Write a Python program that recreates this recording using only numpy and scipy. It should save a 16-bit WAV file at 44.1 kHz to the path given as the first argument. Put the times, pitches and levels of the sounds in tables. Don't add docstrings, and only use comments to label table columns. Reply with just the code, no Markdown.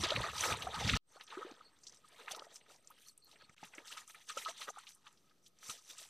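import sys
import numpy as np
from scipy import signal
from scipy.fft import rfft, irfft, next_fast_len
from scipy.io import wavfile
from scipy.ndimage import uniform_filter1d, map_coordinates

SR = 44100
rng = np.random.default_rng(int(sys.argv[2]) if len(sys.argv) > 2 else 0)


def dump_mix(stems):
    frames = np.atleast_2d(stems).T
    limited = np.clip(frames, -1, 1)
    pcm = np.round(limited * 32767).astype(np.int16)
    wavfile.write(sys.argv[1], SR, pcm)


N = 268569
CUT_S = 0.973
CONTROL_STEP = 32


def amp(db):
    return 10 ** (np.asarray(db) / 20)


def unit(x):
    return x / np.sqrt(np.mean(x ** 2) + 1e-20)


def wobble(rate):
    knots = rng.standard_normal(int(N * rate / SR) + 4)
    return map_coordinates(knots, [np.arange(N) * rate / SR])


def filtered(x, response):
    m = next_fast_len(x.shape[-1] + 8192)
    spectrum = rfft(x, m) * response(np.fft.rfftfreq(m, 1 / SR))
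    return irfft(spectrum, m)[..., :x.shape[-1]]


def coloured(x, curve):
    f, db = np.transpose(curve)
    return unit(filtered(x, lambda hz: amp(np.interp(np.log(hz + 1), np.log(f + 1), db))))


def grains(low_hz, high_hz, cycles, spread_db, rise, count):
    when, pitch, size = rng.random((count, 3)).T
    hz = (low_hz * (high_hz / low_hz) ** pitch)[:, None]
    t = np.arange(400) / SR
    age = hz * t / cycles
    tone = np.sin(2 * np.pi * hz * t * (1 + rise * age / 2))
    wave = tone * age * np.exp(-3 * age)
    wave *= amp(-spread_db * np.log(size + 0.00063))[:, None] * np.sqrt(hz)
    where = (when * N).astype(int)[:, None] + np.arange(len(t))
    return unit(np.bincount(where.ravel(), wave.ravel(), N + len(t))[:N])


def stirred(grain, share, curve, flutter_db, rate):
    z = signal.stft(rng.standard_normal(N), nperseg=256)[2]
    patches = uniform_filter1d(rng.standard_normal(z.shape), size=5, axis=0)
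    patches = uniform_filter1d(patches, size=6, axis=1)
    bed = signal.istft(z * amp(4.2 * unit(patches)), nperseg=256)[1][:N]
    bed = bed * amp(flutter_db * wobble(rate))
    return unit(np.sqrt(share) * coloured(grain, curve) + np.sqrt(1 - share) * coloured(bed, curve))


def swells(rows):
    swell_db, roundness = 21.5, 0.96
    s, rise, fall, db = np.transpose(rows)[:4, :, None]
    t = np.arange(0, N, CONTROL_STEP) / SR
    age = np.where(t < s, (s - t) / rise, (t - s) / fall)
    same_side = (t < CUT_S) == (s < CUT_S)
    return amp(db - swell_db * age ** roundness) * same_side


def level(rows, over_db=0):
    offsets = amp(over_db + np.zeros(len(rows)))[:, None]
    gain = np.sqrt(np.sum((swells(rows) * offsets) ** 2, axis=0))
    return np.repeat(gain, CONTROL_STEP)[:N]


def cracks(table, width, attack):
    out, t = np.zeros(N + SR), np.arange(SR // 5) / SR
    for s, db, centre_hz, t60 in table:
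        noise = rng.standard_normal(len(t))
        puff = filtered(noise, lambda hz: 1 / (1 + (np.log2((hz + 1) / centre_hz) / width) ** 4))
        shape = amp(-60 * t / t60) * (1 - np.exp(-t / attack))
        out[round(s * SR):][:len(t)] += amp(db - 10.5) * shape * unit(puff)
    return out[:N]


def stirring():
    # peak in seconds, rise in s, fall in s, relative spray level in dB,
    # gurgle over spray in dB, slosh over spray in dB.
    leg_drags = [(.045, 0.094, 0.043, -37.5, -5.5, -7), (.115, 0.18, 0.12, -39.5, -5, -1),
                 (.245, 0.32, 0.16, -43.5, -4, -2.5), (.31, 0.073, 0.051, -48.5, -25, -18),
                 (.42, 0.11, 0.28, -38.5, -24, -5), (0.516, 0.11, 0.064, -37.5, 3.5, -1),
                 (.68, 0.6, 0.21, -59.5, 5.5, 7), (.77, 0.19, 0.26, -50.5, 1, 1),
                 (.9, 0.27, 0.081, -39, -8, -12.5), (.96, 0.062, .1, -36, -8, -16),
                 (1.165, 0.086, 0.074, -66, -1.5, -2), (1.211, 0.041, 0.04, -60.5, -6, 1.5),
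                 (1.325, 0.044, 0.16, -56, -1.5, 3.5), (1.42, 0.11, 0.3, -57.5, -1.5, 0),
                 (1.49, .1, 0.097, -67.5, 8, -8), (1.88, 0.14, 0.9, -70.5, -4, -7),
                 (2.1, 0.023, 0.15, -61, -14, -6.5), (2.2, 0.11, 0.19, -62, -2, -1),
                 (2.325, 0.15, 0.063, -49.5, -15.5, -9), (2.39, 0.19, 0.11, -64.5, 9, 6.5),
                 (2.518, 0.067, 0.096, -62, -4, -4.5), (2.615, .05, 0.068, -69.5, 3, -20),
                 (2.71, 0.095, 0.1, -63.5, 1, -12), (2.9, 0.19, 0.15, -72, -0.5, -5),
                 (3.035, 0.29, 0.13, -65.5, -14, -34), (3.349, 0.18, 0.6, -70, -1.5, -5.5),
                 (3.425, 0.07, 0.024, -62, -14, -2), (3.505, .05, 0.027, -74, -15, -10),
                 (3.649, 0.091, 0.046, -56.5, -12.5, -8.5), (3.74, 0.074, 0.063, -62.5, -1.5, -2.5),
                 (3.795, 0.094, 0.12, -62.5, 3, 1.5), (3.875, 0.063, 0.05, -55.5, -21, -7),
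                 (3.925, 0.044, 0.047, -47, -13, -9), (3.976, 0.04, 0.061, -49.5, -14, -3),
                 (4.11, 0.084, 0.027, -63.5, -15, -19), (4.16, 0.036, 0.12, -58, -9, -10.5),
                 (4.304, 0.035, 0.045, -46, -19, -15), (4.381, 0.036, 0.057, -45.5, -10.5, -7),
                 (4.486, 0.032, 0.057, -43.5, -7.5, -4), (4.625, 0.095, 0.062, -49, -15, -10),
                 (4.688, 0.021, 0.017, -47.5, 1, 2), (4.789, 0.097, 0.17, -59, -15, -5),
                 (4.885, 0.044, 0.034, -68, -27, -22), (5.073, 0.061, 0.078, -65, -10.5, 2),
                 (5.3, 0.22, 0.2, -79.5, -10, -10.5), (5.71, 0.083, 0.07, -48, -8.5, -12),
                 (5.79, 0.065, 0.067, -66.5, -8, -6), (5.908, 0.076, 0.03, -57, -6.5, -10.5),
                 (6.01, 0.17, 0.19, -57.5, -11.5, -12.5)]
    # peak in seconds, rise in s, fall in s, relative leaf level in dB,
    # fine rustle over it in dB.
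    leaf_brushes = [(0.038, 0.24, 0.064, -42, -15), (0.112, 0.14, 0.86, -51.5, -18.5),
                    (0.409, 0.063, 0.16, -38, -12), (.51, 0.24, 0.042, -40.5, -7),
                    (.63, 0.14, 0.069, -55.5, -8), (.8, 0.2, 0.34, -49, -16), (.89, .1, 0.078, -43, -14),
                    (0.966, .05, .1, -44, -12), (1.214, 0.153, 0.062, -62.5, -23),
                    (1.33, 0.065, 0.37, -63, -19.5), (1.879, 0.092, 0.052, -60.5, -25),
                    (1.95, 0.035, 0.1, -64, -25), (2.2, 0.25, 0.37, -65.5, -6),
                    (2.32, 0.022, 0.017, -40.5, -6), (2.365, 0.023, 0.0166, -51.5, -5.5),
                    (2.45, 0.1, 0.033, -64, -23), (2.56, .05, 0.037, -51, -16),
                    (2.718, 0.057, 0.088, -60.5, -8), (2.895, 0.091, 0.19, -73, -1),
                    (3.02, 0.079, 0.071, -65.5, 0.5), (3.085, 0.065, 0.057, -62, -2),
                    (3.33, 0.19, .23, -69, -9), (3.664, 0.15, 0.055, -60, -11.5),
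                    (3.775, 0.14, .12, -63.5, -9), (3.875, 0.061, 0.092, -56.5, -7.5),
                    (3.925, 0.06, 0.035, -48, -8.5), (3.985, 0.047, 0.072, -52, -9.5),
                    (4.09, .07, 0.33, -64.5, -3), (4.305, 0.08, .07, -50, -16),
                    (4.39, 0.058, 0.142, -50.5, -5.5), (4.501, 0.099, 0.044, -50, -12),
                    (4.62, 0.068, 0.069, -48.5, -9.5), (4.699, 0.03, 0.027, -50, -38),
                    (4.81, 0.16, 0.073, -63, -9), (4.899, .09, 0.082, -57, -8),
                    (5.09, 0.15, 0.19, -68.5, -17), (5.3, 0.36, 0.52, -81, -19),
                    (5.471, 0.044, 0.024, -59, -22), (5.635, 0.039, .1, -61.5, -12),
                    (5.711, 0.078, 0.069, -43.5, -9.5), (5.79, .08, .15, -62.5, -11),
                    (5.914, .12, 0.0487, -52.5, -12.5), (6.004, 0.067, 0.13, -48.5, -11)]
    # frequency in Hz, relative gain in dB.
    gurgle_curve = [(88, -53), (150, -38.5), (220, -13), (389, -5.5), (449, 1), (1000, -4), (1300, -30.5),
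                    (2200, -120)]
    slosh_curve = [(600, -20), (850, 1.5), (1250, -5.5), (1900, -0.5), (2600, -30.5)]
    spray_curve = [(880, -30), (1500, -3), (2470, 2), (3060, 3.5), (3770, 6), (4700, -1), (6000, -21.5),
                   (7800, -44), (13200, -120)]
    leaf_curve = [(2820, -27.5), (4800, -12.5), (5180, -10.5), (6100, -3.5), (8330, -9.5), (9500, -14.5),
                  (12400, -26), (20900, -120)]
    rustle_curve = [(5290, -23.5), (9000, 7.5), (10900, -8), (11800, -4.5), (14500, -12.5)]
    *_, gurgle_db, slosh_db = np.transpose(leg_drags)
    *_, rustle_db = np.transpose(leaf_brushes)

    gurgle = stirred(grains(208, 1058, 4.3, 4.4, 0.2, count=900), 0.57, gurgle_curve, 3.4, 35)
    slosh = stirred(grains(860, 2350, 6.1, 1.9, 0.031, count=1800), 0.44, slosh_curve, 4.9, 50)
    spray = stirred(grains(1600, 6000, 6.1, 2.2, 0.02, count=3500), 0.44, spray_curve, 3.9, 60)
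    droplets = grains(900, 4500, 12, 2.3, 0.3, count=350)
    spray = spray + amp(-8) * droplets
    leaf = stirred(grains(4500, 10000, 2.5, 3.2, 0, count=6000), 0.36, leaf_curve, 1.7, 70)
    crackle = grains(2200, 12000, 1.5, 2.7, 0, count=1200)
    leaf = leaf + amp(-9.5) * crackle
    rustle = stirred(grains(11000, 17000, 2.2, 1.4, 0, count=6000), 1.0, rustle_curve, 2.6, 120)

    water = level(leg_drags, gurgle_db) * gurgle + level(leg_drags, slosh_db) * slosh
    water = water + level(leg_drags) * spray
    leaves = level(leaf_brushes) * leaf + level(leaf_brushes, rustle_db) * rustle
    uneven_motion = amp(1.82 * wobble(30) - 2.0)
    return uneven_motion * (water + leaves)


def slaps():
    # start in seconds, relative level in dB, 60 dB decay time in s.
    slap_rows = [(0.0372, -27, 0.049), (0.068, -30.5, 0.042), (0.121, -23, 0.028), (0.2384, -25, 0.061),
                 (0.2836, -36, 0.061), (0.3321, -37, 0.036), (0.4578, -27, 0.045), (0.477, -29, 0.059),
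                 (0.5248, -32, 0.074), (0.669, -30.5, 0.045), (0.7389, -28, 0.039), (0.7594, -31.5, 0.075),
                 (0.7886, -39, 0.057), (0.86, -41, 0.03), (0.9134, -34.5, 0.036), (0.9318, -22.5, 0.045),
                 (0.963, -28.5, 0.045), (1.167, -42, 0.048), (1.331, -52, 0.039), (1.3734, -32, 0.033),
                 (1.4276, -31.5, 0.024), (1.6093, -37.5, 0.021), (2.0442, -47, 0.037),
                 (2.347, -30.5, 0.027), (2.4213, -39, 0.028), (3.4868, -61, 0.053), (3.971, -35, 0.038),
                 (4.0994, -48.5, 0.028), (4.2955, -30, 0.038), (4.3715, -23, 0.028), (4.4601, -29, 0.056),
                 (4.6162, -37, 0.045), (4.6868, -28, 0.024), (4.7611, -41, 0.048), (4.78, -35, 0.052),
                 (5.0638, -45, 0.046), (5.693, -42, 0.067)]
    slap_hz = 1240
    return cracks([(s, db, slap_hz, t60) for s, db, t60 in slap_rows], 0.27, 0.0023)


def splashes():
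    # start in seconds, relative level in dB, centre in Hz, 60 dB decay time in s.
    splash_rows = [(0.036, -21.5, 4020, 0.045), (0.0798, -49, 2190, 0.032), (0.1043, -15, 3450, 0.021),
                   (0.162, -20, 2120, 0.027), (0.245, -33, 1630, 0.04), (0.2966, -34.5, 2820, 0.07),
                   (0.3784, -31.5, 3800, 0.12), (0.4364, -23, 1730, 0.037), (0.621, -29.5, 3180, 0.061),
                   (0.7424, -34.5, 3820, 0.095), (0.8043, -30, 3770, 0.03), (0.8767, -30.5, 2720, 0.085),
                   (0.8904, -20, 1920, 0.032), (0.8956, -15, 3130, 0.03), (0.934, -23, 2390, 0.043),
                   (0.9642, -24, 3430, 0.053), (1.1974, -49, 2130, 0.057), (1.2095, -38, 3170, 0.047),
                   (1.276, -49, 3300, 0.11), (1.3027, -39.5, 2970, 0.033), (1.3357, -45, 2450, 0.04),
                   (1.3494, -40, 1690, 0.033), (1.4107, -47, 1680, 0.056), (1.5394, -50, 3720, 0.023),
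                   (1.5544, -68, 3020, 0.033), (1.5923, -57, 2720, 0.031), (1.8676, -38.5, 4770, 0.048),
                   (2.077, -51.5, 3870, 0.044), (2.161, -49, 2750, 0.044), (2.2117, -46, 2030, 0.056),
                   (2.2807, -30, 1940, 0.034), (2.3098, -35, 3780, 0.064), (2.3473, -33.5, 4100, 0.029),
                   (2.3937, -29.5, 3800, 0.016), (2.5057, -56, 3880, 0.04), (2.611, -55.5, 2370, 0.04),
                   (2.6604, -56, 1660, 0.054), (2.7836, -64, 2100, 0.04), (3.3134, -48.5, 3930, 0.06),
                   (3.3566, -47.5, 2020, 0.047), (3.421, -51, 4100, 0.025), (3.4944, -46, 1800, 0.032),
                   (3.5787, -47, 2400, 0.031), (3.6334, -43.5, 1940, 0.061), (3.7354, -46.5, 2100, 0.086),
                   (3.7813, -36, 2140, 0.037), (3.8776, -41.5, 3540, 0.077), (3.9732, -39, 1940, 0.047),
                   (4.0974, -45.5, 2160, 0.036), (4.1458, -40.5, 1920, 0.047), (4.2917, -36, 3320, 0.057),
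                   (4.4134, -42.5, 2400, 0.12), (4.4488, -34, 3330, 0.068), (4.486, -36, 3680, 0.04),
                   (4.566, -45.5, 3770, 0.099), (4.6126, -32, 3030, 0.048), (4.8683, -42, 3030, 0.09),
                   (4.917, -50.5, 3530, 0.037), (5.0667, -46, 3000, 0.06), (5.134, -66, 1600, 0.027),
                   (5.1736, -57, 4050, 0.048), (5.2954, -61.5, 3850, 0.054), (5.31, -61, 1680, 0.044),
                   (5.462, -49.5, 3920, 0.056), (5.6291, -39.5, 1970, 0.014), (5.696, -33.5, 3270, 0.045),
                   (5.778, -51, 4470, 0.12), (5.898, -45, 3920, 0.034), (5.986, -42.5, 3760, 0.089)]
    return amp(2.5) * cracks(splash_rows, 0.52, 0.00057)


def snaps():
    # start in seconds, relative level in dB, centre in Hz, 60 dB decay time in s.
    snap_rows = [(0.0877, -38.5, 5330, 0.05), (0.2104, -38, 8600, 0.021), (0.3656, -36.5, 5170, 0.024),
                 (0.4723, -33.5, 5330, 0.035), (0.5711, -39, 7700, 0.027), (0.6754, -41, 7560, 0.015),
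                 (0.8764, -31, 5300, 0.11), (0.9522, -32, 5750, 0.031), (1.268, -50, 6000, 0.03),
                 (1.5125, -52, 5850, 0.027), (1.7878, -57, 6110, 0.025), (1.8347, -47.5, 5860, 0.07),
                 (1.8712, -38.5, 5800, 0.026), (1.8814, -44, 6070, 0.035), (1.8954, -43, 5800, 0.028),
                 (1.9235, -50, 5840, 0.028), (1.9455, -50.5, 6100, 0.029), (1.9713, -51, 6200, 0.039),
                 (2.0852, -52.5, 7860, 0.035), (2.1824, -62, 6900, 0.027), (2.363, -42, 5470, 0.019),
                 (2.5097, -60, 6150, 0.03), (2.5586, -40, 5900, 0.039), (2.7432, -56, 5600, 0.026),
                 (2.7607, -52, 6000, 0.027), (2.8255, -63, 7650, 0.035), (2.8459, -58, 5670, 0.035),
                 (2.8734, -41, 6380, 0.021), (2.9038, -49.5, 12200, 0.027), (3.0844, -42.5, 5500, 0.02),
                 (3.1123, -56, 8490, 0.022), (3.1772, -45, 8610, 0.021), (3.2455, -53.5, 12700, 0.03),
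                 (3.495, -54.5, 6340, 0.035), (3.6356, -47.5, 5790, 0.049), (3.7499, -46, 6640, 0.052),
                 (3.8726, -44.5, 6440, 0.047), (3.9729, -39.5, 5870, 0.024), (4.0771, -45.5, 7500, 0.055),
                 (4.1465, -51, 9250, 0.035), (4.2887, -37.5, 6500, 0.039), (4.3735, -37, 6030, 0.1),
                 (4.577, -48, 7360, 0.082), (4.786, -44.5, 7740, 0.038), (4.9482, -51, 8850, 0.048),
                 (5.5877, -52, 6230, 0.029), (5.6665, -41.5, 6200, 0.029), (5.697, -35.5, 6600, 0.087),
                 (5.899, -41.5, 6400, 0.035), (5.9813, -40, 6800, 0.075)]
    return amp(3.5) * cracks(snap_rows, 0.37, 0.00013)


def plops():
    # start in seconds, relative level in dB, starting pitch in Hz, 60 dB decay time in s,
    # pitch climb over half that decay time as a share of the starting pitch.
    bubble_rows = [(0.035, -30.5, 336, 0.043, 0.12), (0.119, -29.5, 559, 0.035, 0.28),
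                   (0.172, -37.5, 482, 0.048, 0.54), (0.205, -43, 434, 0.048, 0.2),
                   (0.244, -42, 618, 0.064, 0.21), (0.363, -47.5, 880, 0.059, 0.4),
                   (0.39, -45, 823, 0.061, 0.42), (0.417, -56, 920, 0.066, 0.3),
                   (0.669, -32, 715, 0.057, 0.14), (0.743, -47.5, 820, 0.25, 0.81),
                   (0.82, -41, 792, 0.065, 0.1), (0.926, -30, 223, 0.09, 0.26),
                   (1.16, -55.5, 517, 0.091, 1.4), (1.3, -62, 386, 0.071, 0.23),
                   (1.372, -42.5, 332, 0.14, 0.78), (1.449, -43.5, 334, 0.076, 0.48),
                   (1.466, -42, 432, 0.053, 0.32), (2.276, -45, 800, 0.045, 0.52),
                   (2.309, -54, 743, 0.16, 0.3), (2.333, -46.5, 592, 0.086, 0.29),
                   (2.37, -45, 406, 0.043, 0.44), (2.42, -42.5, 533, 0.028, 0.18),
                   (2.468, -51.5, 636, 0.049, 0.2), (2.902, -59, 783, 0.082, 2.5),
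                   (3.338, -56, 565, 0.055, 0.31), (3.63, -47, 780, 0.028, 0.28),
                   (3.781, -48, 310, 0.046, 0.15), (4.097, -58.5, 830, 0.04, 0.24),
                   (4.37, -37, 514, 0.033, 0.21), (4.46, -44.5, 899, 0.08, 0.94),
                   (4.487, -44, 653, 0.065, 0.1), (4.68, -39, 404, 0.026, 1.26),
                   (4.772, -51.5, 790, 0.073, 0.25), ]
    out, t = np.zeros(N + SR), np.arange(SR // 5) / SR
    for s, db, hz, t60, rise in bubble_rows:
        tone = np.sin(2 * np.pi * hz * t * (1 + rise * t / t60))
        onset = 1 - np.exp(-t * hz / 0.19)
        decay = amp(db - 60 * (t / t60) ** 1.116)
        out[round(s * SR):][:len(t)] += decay * onset * tone
    unsteady = out[:N] * amp(3.5 * wobble(120))
    return filtered(unsteady, lambda hz: hz ** 4 / (hz ** 4 + 200 ** 4))


def thuds():
    # start in seconds, relative level in dB.
    thud_rows = [(3.43, -52.5), (3.495, -50), (3.629, -40.5), (4.37, -63), (4.679, -58), (5.69, -43.5)]
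    thud_hz, thud_t60_s = 140, 0.075
    return cracks([(s, db, thud_hz, thud_t60_s) for s, db in thud_rows], 1.0, 0.001)


def wind():
    # peak in seconds, rise in s, fall in s, level in dB.
    gust_rows = [(0, .02, .08, -39), (.18, 0.1, .06, -38.5), (.31, 0.085, .03, -48),
                 (.41, 0.11, .04, -48.5), (.515, 0.046, .1, -44.5), (.66, 0.27, .08, -51),
                 (.78, 0.039, .2, -43.5), (.86, 0.063, .15, -34.5), (.94, 0.062, .06, -33.5)]
    # frequency in Hz, relative gain in dB.
    buffet_curve = [(12, -51.5), (20, -22.5), (38, -13), (70, -3), (98, -3.5), (124, -4), (300, -20),
                    (390, -36), (660, -120)]
    lumps = amp(3 * wobble(36))
    return level(gust_rows) * unit(lumps * coloured(rng.standard_normal(N), buffet_curve))


def noise_band(centre_hz, half_width_hz):
    noise = rng.standard_normal(N)
    return unit(filtered(noise, lambda hz: 1 / (1 + ((hz - centre_hz) / half_width_hz) ** 4)))


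def crickets():
    # middle in seconds, level in dB before its flutter, length in s.
    chirp_rows = [(1.164, -65.5, 0.038), (1.663, -70, 0.072), (3.086, -67.5, 0.055), (3.253, -67.5, 0.066),
                  (3.426, -71, 0.07)]
    t = np.arange(N) / SR
    beat = np.cos(2 * np.pi * 12.3 * (t - 1.658))
    pulses = np.clip(beat + 0.15, 0.12, 1) * (t > 1.05) * (t < 3.55)
    high = amp(-77 + 0.98 * wobble(5.9)) * pulses * noise_band(8340, 240)
    chirps = sum(amp(db) * np.exp(-(abs(t - s) / (length / 2)) ** 6.4) for s, db, length in chirp_rows)
    low = chirps * amp(3.1 * wobble(150)) * noise_band(4350, 210)
    return high + low


def air():
    # frequency in Hz, relative gain in dB.
    air_curve = [(15, -49), (30, -10), (185, -1.5), (400, -6.5), (1000, -18), (2200, -20.5), (4000, -18.5),
                 (8000, -23.5), (15000, -27.5)]
    return amp(-78.5 + 1.8 * wobble(4.8)) * coloured(rng.standard_normal(N), air_curve)


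def joins_db():
    fade_db, fade_s = -30.5, 0.12
    dip_db, dip_start_s, dip_end_s = -23, 3.547, 3.565
    t = np.arange(N) / SR
    fade = fade_db * np.clip(1 - (t - CUT_S) / fade_s, 0, 1) * (t > CUT_S)
    return fade + dip_db * (t > dip_start_s) * (t < dip_end_s)


def scene():
    hits = slaps() + splashes() + snaps() + thuds()
    mono = stirring() + hits + plops() + wind() + crickets() + air()
    return np.array([mono, mono])


def record(dry):
    # centre in Hz, full width in Hz, gain at the centre in dB.
    housing_rows = [(1260, 130, 12), (6100, 450, 3.5), (6650, 350, -9)]
    # frequency in Hz, relative gain in dB.
    hiss_curve = [(12, -41.5), (20, 0.5), (825, -6.5), (1250, -7), (1940, -13.5), (4200, -13), (14500, -48)]
    top_hz = 14900
    wet = filtered(dry, lambda hz: amp(sum(db / (1 + (2 * (hz - c) / w) ** 2) for c, w, db in housing_rows)))
    joins = joins_db()
    side = amp(-87 + 2 * wobble(6.3)) * coloured(rng.standard_normal(N), hiss_curve)
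    side = side * amp(joins / 2)
    wet = wet * amp(joins) + [side, -side] - 0.0002
    return filtered(wet, lambda hz: hz < top_hz)


dry = scene()
out = record(dry)
dump_mix(out)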